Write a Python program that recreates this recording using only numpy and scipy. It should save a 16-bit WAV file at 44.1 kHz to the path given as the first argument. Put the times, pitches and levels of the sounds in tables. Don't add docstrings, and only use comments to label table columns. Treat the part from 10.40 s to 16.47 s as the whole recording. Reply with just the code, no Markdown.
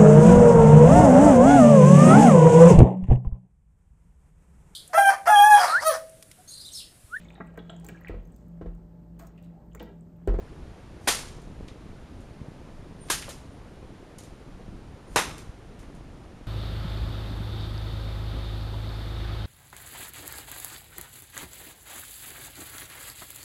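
import sys
import numpy as np
from scipy import signal
from scipy.fft import rfft, irfft
from scipy.io import wavfile
from scipy.ndimage import uniform_filter1d

SR = 44100
rng = np.random.default_rng(int(sys.argv[2]) if len(sys.argv) > 2 else 0)


def wrap_up_sound(samples):
    columns = np.atleast_2d(samples).T
    tamed = np.clip(columns, -1, 1)
    steps = np.round(tamed * 32767).astype(np.int16)
    wavfile.write(sys.argv[1], SR, steps)


N = 267669

# time in seconds, shock peak in dB, shock length in seconds,
# shock's room level in dB relative to the shock, fizz energy in dB, fizz lead in seconds, fizz swell time
# in seconds, fizz tilt in dB per octave, fizz's room level in dB relative to the fizz, push in dB, rush in dB.
CRACKS = [(0.675, -14, 0.00071, -0.5, 0, -.0002, 0.0017, -1.1, 0, -28, -28.5),
          (2.7018, -12.5, 0.000583, -8, -0.6, .0025, 0.0021, 0.1, -3, -25.5, -32.5),
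          (4.7601, -6.5, 0.000706, -3, -2.1, .0002, 0.00099, 0, -4, -21, -42)]


def gain_of(db):
    return 10 ** (np.asarray(db) / 20)


def evened(x):
    return x / np.sqrt(np.mean(x ** 2) + 1e-20)


def bell(t, half):
    return np.exp(-.5 * (t / half) ** 2)


def read(points, hz, column=1):
    columns = np.transpose(points)
    return np.interp(np.log(hz + 1), np.log(columns[0] + 1), columns[column])


def add(mix, s, sound):
    start = max(round(s * SR), 0)
    part = mix[start:][:len(sound)]
    part += sound[:len(part)]


def coloured(x, db_at, size=2048):
    hz = np.fft.rfftfreq(size, 1 / SR)
    half = np.log(gain_of(np.maximum(db_at(hz), -80)))
    log_gain = np.concatenate([half, half[-2:0:-1]])
    spectrum = np.exp(np.conj(signal.hilbert(log_gain)))
    return signal.fftconvolve(x, np.fft.ifft(spectrum).real)


def burst(swell_s, db_at, size=2048):
    u = np.arange(size) / SR / max(swell_s, 1 / SR)
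    puff = rng.standard_normal(size) * u * np.exp(-u)
    z = rfft(puff)
    local_power = uniform_filter1d(abs(z) ** 2, size=5)
    flat = irfft(z / np.sqrt(local_power + 1e-20))[:size // 2]
    puff = coloured(flat, db_at)
    return puff / np.linalg.norm(puff)


def hall(x, build_up_s=0.0034, clump_db=2.0):
    # frequency in Hz, early scatter in dB, its 60 dB decay time in seconds,
    # late ring in dB, its 60 dB decay time in seconds.
    decays = [(120, -10.5, 0.066, -22.5, 0.98), (338, -4.5, 0.047, -28, 0.85),
              (710, -19, 0.17, -30.5, 0.54), (1000, -18.5, 0.22, -33.5, 0.79),
              (1930, -13.5, 0.23, -29.5, 0.58), (2350, -18.5, 0.24, -28, 0.58),
              (3370, -15.5, 0.25, -27, 0.6), (4900, -19.5, 0.31, -25.5, 0.55),
              (6700, -14.5, 0.27, -31.5, 0.7), (9700, -19.5, 0.27, -26.5, 0.46),
              (15000, -21.5, 0.22, -26, 0.34)]
    clumps = evened(uniform_filter1d(rng.standard_normal(SR), size=130))
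    taps = evened(rng.choice([-1., 1.], SR) * gain_of(clump_db * clumps))
    hz, t, z = signal.stft(taps, SR, nperseg=256)
    early_db = read(decays, hz, 1)[:, None] - 60 * t / read(decays, hz, 2)[:, None]
    late_db = read(decays, hz, 3)[:, None] - 60 * t / read(decays, hz, 4)[:, None]
    envelope = np.hypot(gain_of(early_db), gain_of(late_db))
    response = signal.istft(z * envelope, SR, nperseg=256)[1]
    age = np.arange(len(response)) / SR
    thickening = 1 - np.exp(-(age / build_up_s) ** 2)
    return signal.fftconvolve(x, response * thickening)


def echoes(x, paths):
    response = signal.unit_impulse(SR // 50)
    dulled = signal.lfilter([.7], [1, -.3], signal.unit_impulse(16))
    for delay_s, gain in paths:
        add(response, delay_s, gain * dulled)
    return signal.fftconvolve(x, response)


def air(level_db=-43.5, patchy_db=2.5, lumpy_below_hz=900, rumble_below_hz=200):
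    # frequency in Hz, relative density in dB per Hz.
    background = [(20, 3.5), (50, -2.5), (110, -5), (200, -9), (330, -12), (500, -17), (1000, -23.5),
                  (2000, -30.5), (4000, -37), (8000, -45), (11000, -48), (14000, -50.5)]
    # middle in seconds, change of the rumble in dB, half length in seconds.
    gusts = [(1.155, 4.5, 0.052), (3.11, 3.5, 0.035), (3.793, -4, 0.26), (4.355, 4.5, 0.086),
             (4.598, -9, 0.022), (4.88, 4, .08)]
    hz, t, z = signal.stft(rng.standard_normal(N), SR, nperseg=1024, noverlap=768)
    patches = uniform_filter1d(rng.standard_normal(z.shape), size=10, axis=0)
    patches = evened(uniform_filter1d(patches, size=3, axis=1))
    lumps_db = patchy_db / (1 + (hz[:, None] / lumpy_below_hz) ** 2) * patches
    draught_db = sum(db * bell(t - s, half) for s, db, half in gusts)
    swell_db = draught_db / (1 + (hz[:, None] / rumble_below_hz) ** 4)
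    z = z * gain_of(read(background, hz)[:, None] + lumps_db + swell_db)
    noise = signal.istft(z, SR, nperseg=1024, noverlap=768)[1][:N]
    high_pass = signal.butter(2, 18, "high", fs=SR, output="sos")
    return gain_of(level_db) * evened(signal.sosfilt(high_pass, noise))


def bumps(per_s=14, small_db=-38, small_half_s=0.0004):
    # time in seconds, depth in dB ahead of the high-pass, half length in seconds.
    large = [(0.542, -36, 0.00088), (0.9666, -30.5, 0.0009), (1.075, -30, 0.0004), (1.209, -24, 0.00045),
             (1.802, -29, 0.00065), (2.017, -21, 0.00088), (2.0855, -26, 0.00076), (4.148, -27, 0.0023),
             (4.2826, -29, 0.00038), (5.095, -25, 0.0018)]
    out = np.zeros(N)
    t = np.arange(-SR // 50, SR // 50) / SR
    for s, db, half in large:
        add(out, s + t[0], -gain_of(db) / np.cosh(t / half))
    small = (rng.random(N) < per_s / SR) * rng.uniform(0.9, 2.1, N)
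    out -= gain_of(small_db) * signal.fftconvolve(small, 1 / np.cosh(t / small_half_s), "same")
    return signal.sosfilt(signal.butter(1, 40, "high", fs=SR, output="sos"), out)


def slaps():
    # time in seconds, energy in dB, contact (swell) time in seconds, centre in Hz,
    # width in octaves to either side, room level in dB relative to the slap.
    landings = [(1.017, -38, 0.0016, 8200, .6, -11), (1.2808, -34, 0.00026, 4900, 0.6, -12),
                (1.2845, -25, 0.00061, 2780, 0.61, -15), (1.8055, -40, .001, 9000, 0.62, -9),
                (2.685, -25, 0.0021, 1700, 1.2, -9), (2.824, -16.5, 0.0015, 1820, 0.79, -11.5),
                (2.878, -16.5, 0.003, 680, 0.77, -7.5), (2.889, -15.5, 0.0033, 6550, 1.7, -8),
                (3.7848, -24.5, 0.00025, 7600, 0.44, -15), (3.788, -22, 0.00079, 7000, 3.5, -10),
                (3.834, -28, .002, 6500, 3, -8.5), (4.980, -21, 0.0018, 7000, 2.6, -10),
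                (5.391, -31, .003, 7000, 3.2, -8.5), (5.430, -30.5, .002, 1500, 0.71, -13),
                (5.548, -37.5, .002, 8000, .8, -11)]
    direct, to_walls = np.zeros((2, N))
    for s, db, contact_s, centre_hz, octaves, room_db in landings:
        puff = burst(contact_s, lambda hz: -10 * np.log10(1 + (np.log2((hz + 1) / centre_hz) / octaves) ** 4))
        add(direct, s, gain_of(db) * puff)
        add(to_walls, s, gain_of(db + room_db) * puff)
    return direct + hall(to_walls)[:N]


def eddies(s, db, half_s, centre_hz, width_hz):
    t = np.arange(SR // 2) / SR
    hz = np.fft.rfftfreq(len(t), 1 / SR)
    noise = rfft(rng.standard_normal(len(t)))
    band = evened(irfft(noise * bell(hz - centre_hz, width_hz / 2)))
    return s - t.mean(), gain_of(db) * band * bell(t - t.mean(), half_s)


def thong(room_db=-4.5):
    # loudest moment in seconds, level in dB, pitch in Hz.
    whistles = [(2.612, -65.5, 9000), (3.130, -76, 9650), (4.683, -72.5, 9180), (4.690, -78, 6900)]
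    out = np.zeros(N)
    for s, *_, rush_db in CRACKS:
        add(out, *eddies(s - 0.013, db=-64, half_s=0.037, centre_hz=6200, width_hz=19000))
        add(out, *eddies(s - 0.001193, rush_db, half_s=.0009, centre_hz=1300, width_hz=6600))
    for s, db, pitch_hz in whistles:
        add(out, *eddies(s, db, half_s=0.016, centre_hz=pitch_hz, width_hz=120))
    return out + gain_of(room_db) * hall(out)[:N]


def shock(length_s):
    u = np.arange(SR // 100) / SR / length_s
    return (1 - 2 * u) * np.clip((1 - u) * length_s * SR / 3, 0, 1)


def push(t, hz=364):
    return np.sin(2 * np.pi * hz * t) * bell(t, .5 / hz)


def crack(row, paths, stretches=(.5, .75, 1.15), push_delay_s=.0015):
    s, shock_db, shock_s, shock_room_db, fizz_db, lead_s, fizz_s, tilt_db, fizz_room_db, push_db, _ = row
    out = np.zeros(N)
    add(out, s, gain_of(shock_db) * echoes(shock(shock_s), paths))
    room_gain = gain_of(shock_db + shock_room_db) / np.sqrt(sum(stretches))
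    for stretch in stretches:
        add(out, s, room_gain * hall(shock(shock_s * stretch)))
    t = np.arange(-SR // 200, SR // 200) / SR
    add(out, s + push_delay_s + t[0], gain_of(push_db) * push(t))

    def fizz_colour(hz):
        return tilt_db * np.log2((hz + 200) / 4000) - 10 * np.log10(1 + (900 / (hz + 1)) ** 2)

    fizz = burst(fizz_s, fizz_colour)
    add(out, s - lead_s, gain_of(fizz_db) * echoes(fizz, paths))
    add(out, s - lead_s, gain_of(fizz_db + fizz_room_db) * hall(fizz))
    return out


def scene():
    # one crack's four echoes, each a delay in seconds and a gain (ahead of the dulling).
    near_paths = [
        [(.00122, 0.99), (.00333, 0.54), (.00636, 0.71), (.0100, 0.15)],
        [(.00104, 1), (.00187, 0.66), (.0030, 0.53), (.00687, 0.13)],
        [(.00195, 1.06), (.0031, 0.37), (.0079, 0.34), (.0122, 0.1)],
    ]
    cracks = sum(crack(row, paths) for row, paths in zip(CRACKS, near_paths))
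    return (cracks + slaps() + thong() + bumps() + air())[None]


def record(dry):
    # frequency in Hz, gain in dB.
    microphone = [(20, -1), (6000, 0.5), (10500, 1.5), (12000, -4), (13500, -11.5), (15200, -18)]
    notch_hz, edge_hz = 7900, 15400
    x = coloured(dry[0], lambda hz: read(microphone, hz))[:N]
    notch = signal.butter(2, [notch_hz - 150, notch_hz + 150], "bandstop", fs=SR, output="sos")
    low_pass = signal.firwin(511, edge_hz, window=("kaiser", 9), fs=SR)
    return signal.oaconvolve(signal.sosfilt(notch, x), low_pass, "same")[None]


dry = scene()
out = record(dry)
wrap_up_sound(out)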